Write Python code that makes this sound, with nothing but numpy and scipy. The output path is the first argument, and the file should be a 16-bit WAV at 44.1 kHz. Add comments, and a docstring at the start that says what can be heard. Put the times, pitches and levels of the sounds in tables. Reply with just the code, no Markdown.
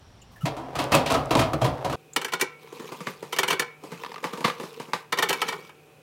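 """Kitchen, a phone microphone close to a fridge drawer being loaded with full soda cans.
A few faint squeaks, then the drawer thumps open and rumbles along its runners, its wire basket rattling.
An abrupt edit cut just before 2 s jumps from the rolling drawer to can loading over a faint fridge hum.
A can clatters onto the others, a hand rummages in a cardboard carton, a second can follows at 3.3 s,
then more rummaging and the last can at 5.1 s."""
import sys
import numpy as np
from scipy import signal
from scipy.fft import rfft, irfft
from scipy.io import wavfile
from scipy.ndimage import uniform_filter1d

SR = 44100
rng = np.random.default_rng(int(sys.argv[2]) if len(sys.argv) > 2 else 0)


def transcribe(u):
    """Save the signal u as a 16-bit wav file named by the first command-line argument.

    u: samples, shape (n,) or (channels, n), limited to [-1, 1]; the rate is SR.
    q: integer samples, one column per channel.
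    """
    v = np.clip(np.atleast_2d(u).T, -1, 1)
    q = np.round(v * 32767).astype(np.int16)
    wavfile.write(sys.argv[1], SR, q)


N = 265702
TIME = np.arange(N) / SR


def amp(db):
    """Decibels to gain."""
    return 10 ** (np.asarray(db) / 20)


def unit(x):
    """Scales to rms 1."""
    return x / np.sqrt(np.mean(x ** 2) + 1e-20)


def read(points, hz):
    """Reads a table on a log-frequency axis."""
    f, value = np.transpose(points)
    return np.interp(np.log(hz + 1), np.log(f + 1), value)


def add(mix, s, sound):
    """Mixes a sound in at time s."""
    part = mix[max(round(s * SR), 0):][:len(sound)]
    part += sound[:len(part)]


def tint(x, colour):
    """Gives x a spectrum, at rms 1."""
    gain = amp(read(colour, np.fft.rfftfreq(len(x), 1 / SR)))
    return unit(irfft(rfft(x) * gain, len(x)))


def crackle(per_s, spread_db):
    """Friction: sparse slips of widely different sizes."""
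    sizes = amp(spread_db * np.minimum(rng.exponential(1, N), 4))
    return unit(sizes * rng.choice([-1, 1], N) * (rng.random(N) < per_s / SR))


def struck(modes, spot_db, glint_db, glint_width_hz, count=14):
    """Every blow lands on another spot: the modes change weight and other high resonances glint."""
    weighted = np.array(modes, float)
    weighted[:, 2] += spot_db * rng.standard_normal(len(modes))
    hz = np.geomspace(1500, 14000, count) * rng.uniform(.92, 1.08, count)
    db = glint_db - 20 * np.log10(hz / hz[0]) + 4 * rng.standard_normal(count)
    return np.r_[weighted, np.c_[hz, np.full(count, glint_width_hz), db]]


def body(modes, direct_db, corner_hz, top_hz, size=8192):
    """Causal impulse response of resonances standing on a smooth slope."""
    hz = np.fft.rfftfreq(size, 1 / SR)
    slope = amp(direct_db) ** 2 / (1 + (hz / corner_hz) ** 2)
    peaks = sum(amp(db) ** 2 / (1 + ((hz - f) / width) ** 2) ** 2 for f, width, db in modes)
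    power = (slope + peaks) / (1 + (hz / top_hz) ** 4)
    log_gain = np.log(np.r_[power, power[-2:0:-1]]) / 2
    minimum_phase = np.exp(np.conj(signal.hilbert(log_gain)))
    return np.fft.ifft(minimum_phase).real[:size // 2]


# Tops of a blow's four bands (thud, knock, clank, tick; all band lists keep this order): f/Hz
BAND_TOPS = [600, 1700, 5000, 16500]
def knocks(blows, response, low_hz, grain_db, punch, punch_s, treble_damping, thud_lag_s):
    """Each blow (t/s, band levels/dB, rise/s, knock t60/s) is a burst of tiny contacts ringing a body."""
    out, t = np.zeros(N), np.arange(SR // 3) / SR
    edges = [low_hz] + BAND_TOPS
    bands = [signal.butter(3, pair, "band", fs=SR, output="sos") for pair in zip(edges, edges[1:])]
    for s, bands_db, rise, t60 in blows:
        after, shell = np.maximum(t - rise, 0), response()
        grain = amp(grain_db * unit(uniform_filter1d(rng.standard_normal(len(t)), size=40)))
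        attack = np.minimum(t / max(rise, 1e-4), 1)
        force = attack * (1 + punch * np.exp(-after / punch_s)) * grain
        for k, (band, db) in enumerate(zip(bands, bands_db)):
            dying = amp(-60 * after / t60 * treble_damping ** (k - 1))
            swell = 1 - np.exp(-t / thud_lag_s) if k == 0 else 1
            contacts = force * swell * dying * rng.standard_normal(len(t))
            ring = signal.sosfilt(band, signal.fftconvolve(contacts, shell)[:len(t)])
            add(out, s, amp(db) * ring * np.sqrt(.03 * SR / np.sum(ring ** 2)))  # level over 30 ms
    return out


def alike(rows, bands_db, rise_s, t60_s):
    """Blows that differ only in time and strength."""
    return [(s, db + np.array(bands_db), rise_s, t60_s) for s, db in rows]


# Wire, plastic and metal squeaking: t/s, f/Hz, level/dB, decay/s
SQUEAKS = [(.214, 7100, -52, .015), (.215, 2840, -56, .027), (0.313, 1080, -57.5, .055),
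           (0.357, 1740, -51.5, .035), (0.404, 2900, -54, 0.043), (0.407, 1294, -46.5, .089),
           (0.938, 2630, -22.5, .027), (2.131, 7100, -36, .009)]
def squeaks():
    """Each squeak is a brief, impure tone: a narrow band of noise."""
    out = np.zeros(N)
    for s, hz, db, decay in SQUEAKS:
        t = np.arange(round(2 * decay * SR)) / SR
        tone = tint(rng.standard_normal(len(t)), [(hz * .8, -30), (hz, 0), (hz * 1.25, -30)])
        add(out, s, amp(db) * tone * np.minimum(t / 0.0049, 1) * np.exp(-(t / decay) ** 2))
    return out


def thump(s, hz, length, db):
    """A soft low push of a few cycles."""
    out, t = np.zeros(N), np.arange(round(length * SR)) / SR
    add(out, s, amp(db) * np.sin(np.pi * t / length) ** 2 * np.sin(2 * np.pi * hz * t))
    return out


# The whole tub is pushed as it lets go and near the end of its travel: t/s, f/Hz, length/s, level/dB
TUB_THUMPS = [(0.431, 150, 0.028, -16.5), (1.615, 128, 0.062, -13.5)]
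def drawer():
    """The drawer thumps, rolls and rattles; the shaken tub booms more the further it is out."""
    thumps = sum(thump(*row) for row in TUB_THUMPS)
    rattle, rolling = basket(), runners()
    shaking = np.sqrt(abs(uniform_filter1d(rattle ** 2, size=3000, origin=1499)))
    overhang_db = np.interp(TIME, [.9, 1.2], [-21, -9])
    boom_colour = [(20, -31), (48, -2.5), (95, -2), (138, 11), (185, -47), (300, -48)]
    boom = amp(overhang_db) * shaking * tint(rng.standard_normal(N), boom_colour)
    return thumps + rolling + rattle + boom


ROLL_LEVEL = [(.45, -38), (.66, -40.5), (.98, -30), (1.35, -34), (1.96, -33.5)]  # the drawer gathers speed, then eases: t/s, level/dB
ROLL_COLOUR = [(30, -34.5), (60, -5), (90, -15), (135, 8.5), (200, -25), (280, -7), (400, -2.5), (720, 0.5),
               (1050, -8), (1800, -18), (2700, -23.5), (7000, -37.5), (16000, -45)]  # spectrum of the runners: f/Hz, level/dB
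def runners():
    """Dense little slips on the runners merge into a rumble."""
    s, db = np.transpose(ROLL_LEVEL)
    gain = uniform_filter1d(amp(np.interp(TIME, s, db, left=-120, right=-120)), size=400)
    return amp(-2) * gain * tint(crackle(per_s=1500, spread_db=4), ROLL_COLOUR)


DRAWER_MODES = [(140, 32, 0), (260, 23, -1.5), (312, 33, 1), (466, 59, -5), (551, 15, 3), (649, 59, -0.5),
                (750, 94, 3), (976, 57, 2), (1200, 160, -3), (2433, 23, -11.5), (2716, 130, -15),
                (3214, 66, -13)]  # resonances of the drawer: f/Hz, width/Hz, level/dB
JOLTS = [(.454, -30, 3.5, 0.24), (.563, -37.5, -5, 0.46), (.752, -33.5, 3.5, 0.29),
         (.786, -26.5, 2.5, 0.36), (0.917, -20.5, 2.5, 0.35), (.941, -20, 1, 0.34), (1.059, -32, 9.5, 0.32),
         (1.099, -23.5, 1.5, 0.45), (1.139, -25, -0.5, 0.23), (1.3064, -24, 0.5, 0.26),
         (1.352, -23, -1.5, 0.061), (1.366, -26, 0.5, 0.38), (1.389, -21.5, 2, 0.32),
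         (1.532, -29, -5, 0.13), (1.614, -27, -3.5, 0.24), (1.642, -25.5, -1, 0.29), (1.845, -30, -2, 0.24),
         (1.895, -34, -1.5, 0.29), (1.925, -32.5, -2, 0.22)]  # the basket jolts as it rolls: t/s, level/dB, hardness/dB, t60/s
JOLT_BANDS = [2.5, 1, -5.5, -13]  # balance of a jolt: level/dB by band
JOLT_TILT = [-0.52, -0.058, 0.86, 0.58]  # gain/dB by band for each dB of hardness
WIRE_TICKS = [(.841, -46), (.9505, -27.5), (1.1225, -37), (1.168, -61), (1.257, -54.5)]  # single wires snap against their seats: t/s, level/dB
def basket():
    """The wire basket rattles: a hard jolt trades thud for treble; single wires tick in between."""
    def response():
        modes = struck(DRAWER_MODES, spot_db=4, glint_db=-7.5, glint_width_hz=9.5)
        return body(modes, direct_db=-12, corner_hz=2550, top_hz=11300)
    rise_share = 0.012  # a long rattle also takes longer to build
    jolts = [(s, db + np.array(JOLT_BANDS) + hardness * np.array(JOLT_TILT), rise_share * t60, t60)
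             for s, db, hardness, t60 in JOLTS]
    ticks = alike(WIRE_TICKS, bands_db=[-3, -9, -8, -0.5], rise_s=0.00037, t60_s=.022)
    return amp(-0.36) * knocks(jolts + ticks, response, low_hz=75, grain_db=1, punch=0.12,
                               punch_s=0.00082, treble_damping=1.35, thud_lag_s=0.00096)


HUM = [(150.7, -60), (452.2, -60.5), (759.0, -65.5)]  # partials of the fridge hum: f/Hz, level/dB
FRIDGE_AIR = [(30, -50), (90, -8), (150, -1.5), (220, -9), (450, 0), (700, -12), (1150, -12.5), (1900, -18),
              (2300, -16), (2500, -6.5), (2750, -15.5), (4500, -24), (16000, -29)]  # room tone by the open drawer: f/Hz, level/dB
def fridge():
    """A faint wavering hum in still air."""
    wander, hum = 0.53, np.zeros(N)  # cycles of phase drift in a second
    for hz, db in HUM:
        drift = wander * np.cumsum(rng.standard_normal(N)) / np.sqrt(SR)
        hum += amp(db) * np.sqrt(2) * np.sin(2 * np.pi * (hz * TIME + drift))
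    return amp(-1.5) * hum + amp(-56) * tint(rng.standard_normal(N), FRIDGE_AIR)


# Can meets can: t/s, level/dB, rim/dB (high on the rim, low on the wall), contact/s
CAN_KNOCKS = [(2.1614, -26.5, 1.5, 0.0014), (2.214, -38.5, 0, 0.0021), (2.2453, -34, 2.5, 0.0017),
              (2.28, -45, -1, 0.0032), (2.319, -38, -2, 0.0058), (2.334, -30.5, 0, 0.0023),
              (2.393, -39, -1, .009), (2.41, -27.5, 7.5, 0.0028), (3.323, -34, 0, 0.0067),
              (3.362, -38.5, -1, 0.0019), (3.3856, -24.5, 2.5, 0.0022), (3.4314, -28.5, -3, 0.00082),
              (3.476, -30, 1.5, 0.0072), (3.499, -26.5, -1.5, .009), (3.525, -33, -0.5, 0.0036),
              (3.5944, -28, 4.5, 0.0022), (3.62, -39.5, -6, 0.0021), (5.122, -28.5, -3, 0.0037),
              (5.171, -36.5, -4, 0.0056), (5.185, -28, -0.5, 0.0035), (5.2224, -25, -2.5, 0.0049),
              (5.287, -32, 8.5, .007), (5.303, -31.5, -5, 0.0021), (5.327, -31, 1, 0.0029),
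              (5.416, -28, -4, 0.00125), (5.477, -32.5, 0, .011), (5.521, -39.5, -7, .006),
              (5.692, -54, -5, .002)]
CAN_BANDS = [-5, -0.5, 1.5, -5]  # balance of a clink: level/dB by band
RIM_TILT = [0.19, -0.79, 0.14, 0.71]  # gain/dB by band for each dB of rim
LANDINGS = [(2.422, -31), (3.523, -28.5), (5.293, -28.5)]  # a can drops its weight on the basket: t/s, level/dB
def can_blows():
    """The rim ticks and the wall knocks; a glancing contact slides on; the can lands with a dull thud."""
    t60_s, slide = 0.082, 4.7
    clinks = [(s, db + np.array(CAN_BANDS) + rim * np.array(RIM_TILT), contact, t60_s + slide * contact)
              for s, db, rim, contact in CAN_KNOCKS]
    return clinks + alike(LANDINGS, bands_db=[-1, -8, -14, -20], rise_s=.003, t60_s=0.072)


CAN_MODES = [(480, 47, 1), (964, 180, -2), (1296, 63, -3), (1890, 47, -5), (2317, 36, -2), (3010, 195, -7),
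             (3600, 56, -9.5), (4320, 78, -14), (4930, 82, -61), (5780, 170, -16), (7260, 130, -23),
             (8400, 48, -26), (9530, 90, -22), (12000, 120, -22)]  # resonances of a full can: f/Hz, width/Hz, level/dB
CAVITY_MODES = [(163, 30, -7), (283, 54, -11), (385, 36, 2)]  # low cavity resonances: f/Hz, width/Hz, level/dB
def can_clanks():
    """Full cans clank together; the liquid damps each clank quickly."""
    def response():
        modes = struck(CAN_MODES + CAVITY_MODES, spot_db=2, glint_db=-6, glint_width_hz=69)
        return body(modes, direct_db=-16.5, corner_hz=4580, top_hz=14700)
    return amp(-0.5) * knocks(can_blows(), response, low_hz=138, grain_db=1.5, punch=0.31,
                              punch_s=0.011, treble_damping=1.23, thud_lag_s=0.0049)


RING_MODES = [(482, -3.5, 0.39), (1025, -2.5, 0.25), (1120, -21, 0.29), (1340, -12.5, 1), (1980, 2, 0.056),
              (2260, 8, 0.11), (2230, -6, 0.71), (2320, -13.5, 0.86), (3740, -21, 0.22)]  # the cans and the wires under them: f/Hz, level/dB, t60/s
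def can_ring():
    """A few thin modes ring on after each blow; the last can lies on top and rings more freely."""
    ring, t = np.zeros(N), np.arange(SR) / SR
    for s, (_, _, clank_db, _), rise, _ in can_blows():
        for hz, mode_db, t60 in RING_MODES:
            detune = 1 + 0.00227 * rng.standard_normal()  # no two cans are quite alike
            tone = np.sin(2 * np.pi * (hz * detune * t + rng.random()))
            add(ring, s + rise, amp(clank_db + mode_db - 10.5 - 60 * t / t60) * tone)
    last_can = amp(-45) * np.exp(-t / .12) * np.sin(2 * np.pi * 2288 * t)
    add(ring, 5.48, last_can)
    return ring


STROKES = [(2.591, 0.65, -52), (3.065, 0.073, -56.5), (3.22, 0.48, -54.5), (3.8, 0.353, -54),
           (4.09, 0.95, -54), (5.14, 0.55, -49)]  # the hand slides along board and cans: t/s, length/s, level/dB
RUB_COLOUR = [(70, -47), (170, -3), (290, -8), (470, 6), (650, -24.5), (1000, -2.5), (1600, -16.5),
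              (2500, -10), (5000, -18.5), (9000, -26.5), (16000, -28)]  # spectrum of the scrape: f/Hz, level/dB
def rubbing():
    """Hand and sleeve scrape the board; the grip catches and slips, so the colour keeps changing."""
    slips = tint(crackle(per_s=2000, spread_db=3.6), RUB_COLOUR)
    spectra = signal.stft(slips, nperseg=256)[2]
    patches = uniform_filter1d(rng.standard_normal(spectra.shape), size=5, axis=0)
    patches_db = 4 * unit(uniform_filter1d(patches, size=6, axis=1))
    scrape = unit(signal.istft(spectra * amp(patches_db), nperseg=256)[1][:N])
    arches, ends_db = np.zeros(N), -10.5  # each stroke swells and sinks back
    for s, length, db in STROKES:
        add(arches, s, amp(db + ends_db * np.linspace(-1, 1, round(length * SR)) ** 2))
    return amp(8) * uniform_filter1d(arches, size=400) * scrape


CARTON_MODES = [(170, 28, -1.5), (255, 29, -4), (377, 80, -3.5), (482, 37, 2.5), (974, 144, 1.5),
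                (1170, 60, -1), (1780, 95, -14), (2090, 290, -9), (3000, 100, -20.5)]  # resonances of the carton: f/Hz, width/Hz, level/dB
BUMPS = [(2.722, -8, 0.0045), (2.797, -4, 0.0018), (2.918, -0.5, .004), (3.003, -0.5, 0.0034),
         (3.069, 7, 0.00043), (3.225, -1.5, .002), (3.835, -6, 0.0024), (3.917, -1, 0.0023),
         (4.225, -4, 0.007), (4.241, 11.5, 0.00033), (4.327, 2.5, 0.0093), (4.373, -0.5, 0.0011),
         (4.404, 1.5, .004), (4.441, 21, 0.0099), (4.468, 11.5, 0.015), (4.598, 2, 0.0013),
         (4.629, -1, 0.0063), (4.798, 2, 0.0011), (4.882, -18, 0.0023), (4.933, 12.5, 0.0004)]  # cans bump inside it: t/s, force/dB over an ordinary bump, contact/s
BUMP_BANDS = [-35.5, -39, -44.5, -48.5]  # an ordinary bump: level/dB by band
BUMP_GROWTH = [0.39, 0.94, 1.07, 0.62]  # gain/dB by band for each dB of force
BOARD_TAPS = [(2.673, -48.5), (3.07, -30), (4.035, -34.5), (4.047, -37.5), (4.0615, -37.5), (4.117, -40),
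              (4.142, -39), (4.159, -37), (4.18, -41.5), (4.27, -41), (4.291, -45), (4.499, -29),
              (4.934, -26.5)]  # the board catches and lets go: t/s, level/dB
def carton():
    """Cans bump in the carton: force turns a soft, long thud into a short knock. The board taps drily."""
    def response():
        modes = struck(CARTON_MODES, spot_db=4, glint_db=-17, glint_width_hz=19)
        return body(modes, direct_db=-8.5, corner_hz=2260, top_hz=12900)
    t60_s, drying = 0.19, 0.2  # drying: dB of length lost per dB of force
    bumps = [(s, np.array(BUMP_BANDS) + force * np.array(BUMP_GROWTH),
              contact, t60_s * amp(-drying * force)) for s, force, contact in BUMPS]
    taps = alike(BOARD_TAPS, bands_db=[-11, -2, -7, -21.5], rise_s=.0006, t60_s=0.027)
    knocking = knocks(bumps + taps, response, low_hz=132, grain_db=1.5, punch=0.82,
                      punch_s=0.003, treble_damping=0.82, thud_lag_s=0.0015)
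    return amp(-2.5) * knocking + thump(s=4.445, hz=188, length=0.018, db=-15.5)


KITCHEN_DECAY = [(150, 0.19), (1200, 0.38), (3000, 0.31), (15000, 0.064)]  # reverberation of the kitchen: f/Hz, t60/s
def kitchen(x):
    """Close sound in front, sparse reflections from 12 ms on, each band dying at its own speed."""
    size = SR // 2
    echoes = rng.standard_normal(size) * (rng.random(size) < 3000 / SR) * (np.arange(size) > .012 * SR)
    hz, t, spectra = signal.stft(echoes, SR, nperseg=256)
    decay = amp(-60 * t / read(KITCHEN_DECAY, hz)[:, None])
    tail = signal.istft(spectra * decay, SR, nperseg=256)[1]
    return x + amp(-18.5) * signal.fftconvolve(x, tail / np.linalg.norm(tail))[:N]


OPENING_AIR = [(15, -35), (27, -8.5), (100, -4.5), (200, -10), (300, -18.5), (800, -18.5), (1800, -28),
               (3300, -28), (5100, -32.5), (5600, -26), (6300, -38), (9000, -41.5), (16000, -52)]  # room tone while the drawer opens: f/Hz, level/dB
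def scene():
    """An edit cut jumps from the drawer to the loading, which has its own room tone and no deep bass."""
    cut_s = 1.957
    early = uniform_filter1d((TIME < cut_s) * 1., size=60)
    opening = kitchen(drawer()) + amp(-52.5) * tint(rng.standard_normal(N), OPENING_AIR)
    high_pass = signal.butter(2, 108, "high", fs=SR, output="sos")
    handling = signal.sosfilt(high_pass, can_clanks() + can_ring() + carton() + rubbing())
    loading = kitchen(handling) + fridge()
    return (early * opening + (1 - early) * loading + kitchen(squeaks()))[None]


def record(dry):
    """The phone rounds off the highest peaks and cuts the top of the treble."""
    ceiling, edge_hz = 0.69, 16050
    rounded = ceiling * np.tanh(dry / ceiling)
    low_pass = signal.firwin(511, edge_hz, window=("kaiser", 9), fs=SR)
    return signal.oaconvolve(rounded, low_pass[None], "same")


dry = scene()
out = record(dry)
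transcribe(out)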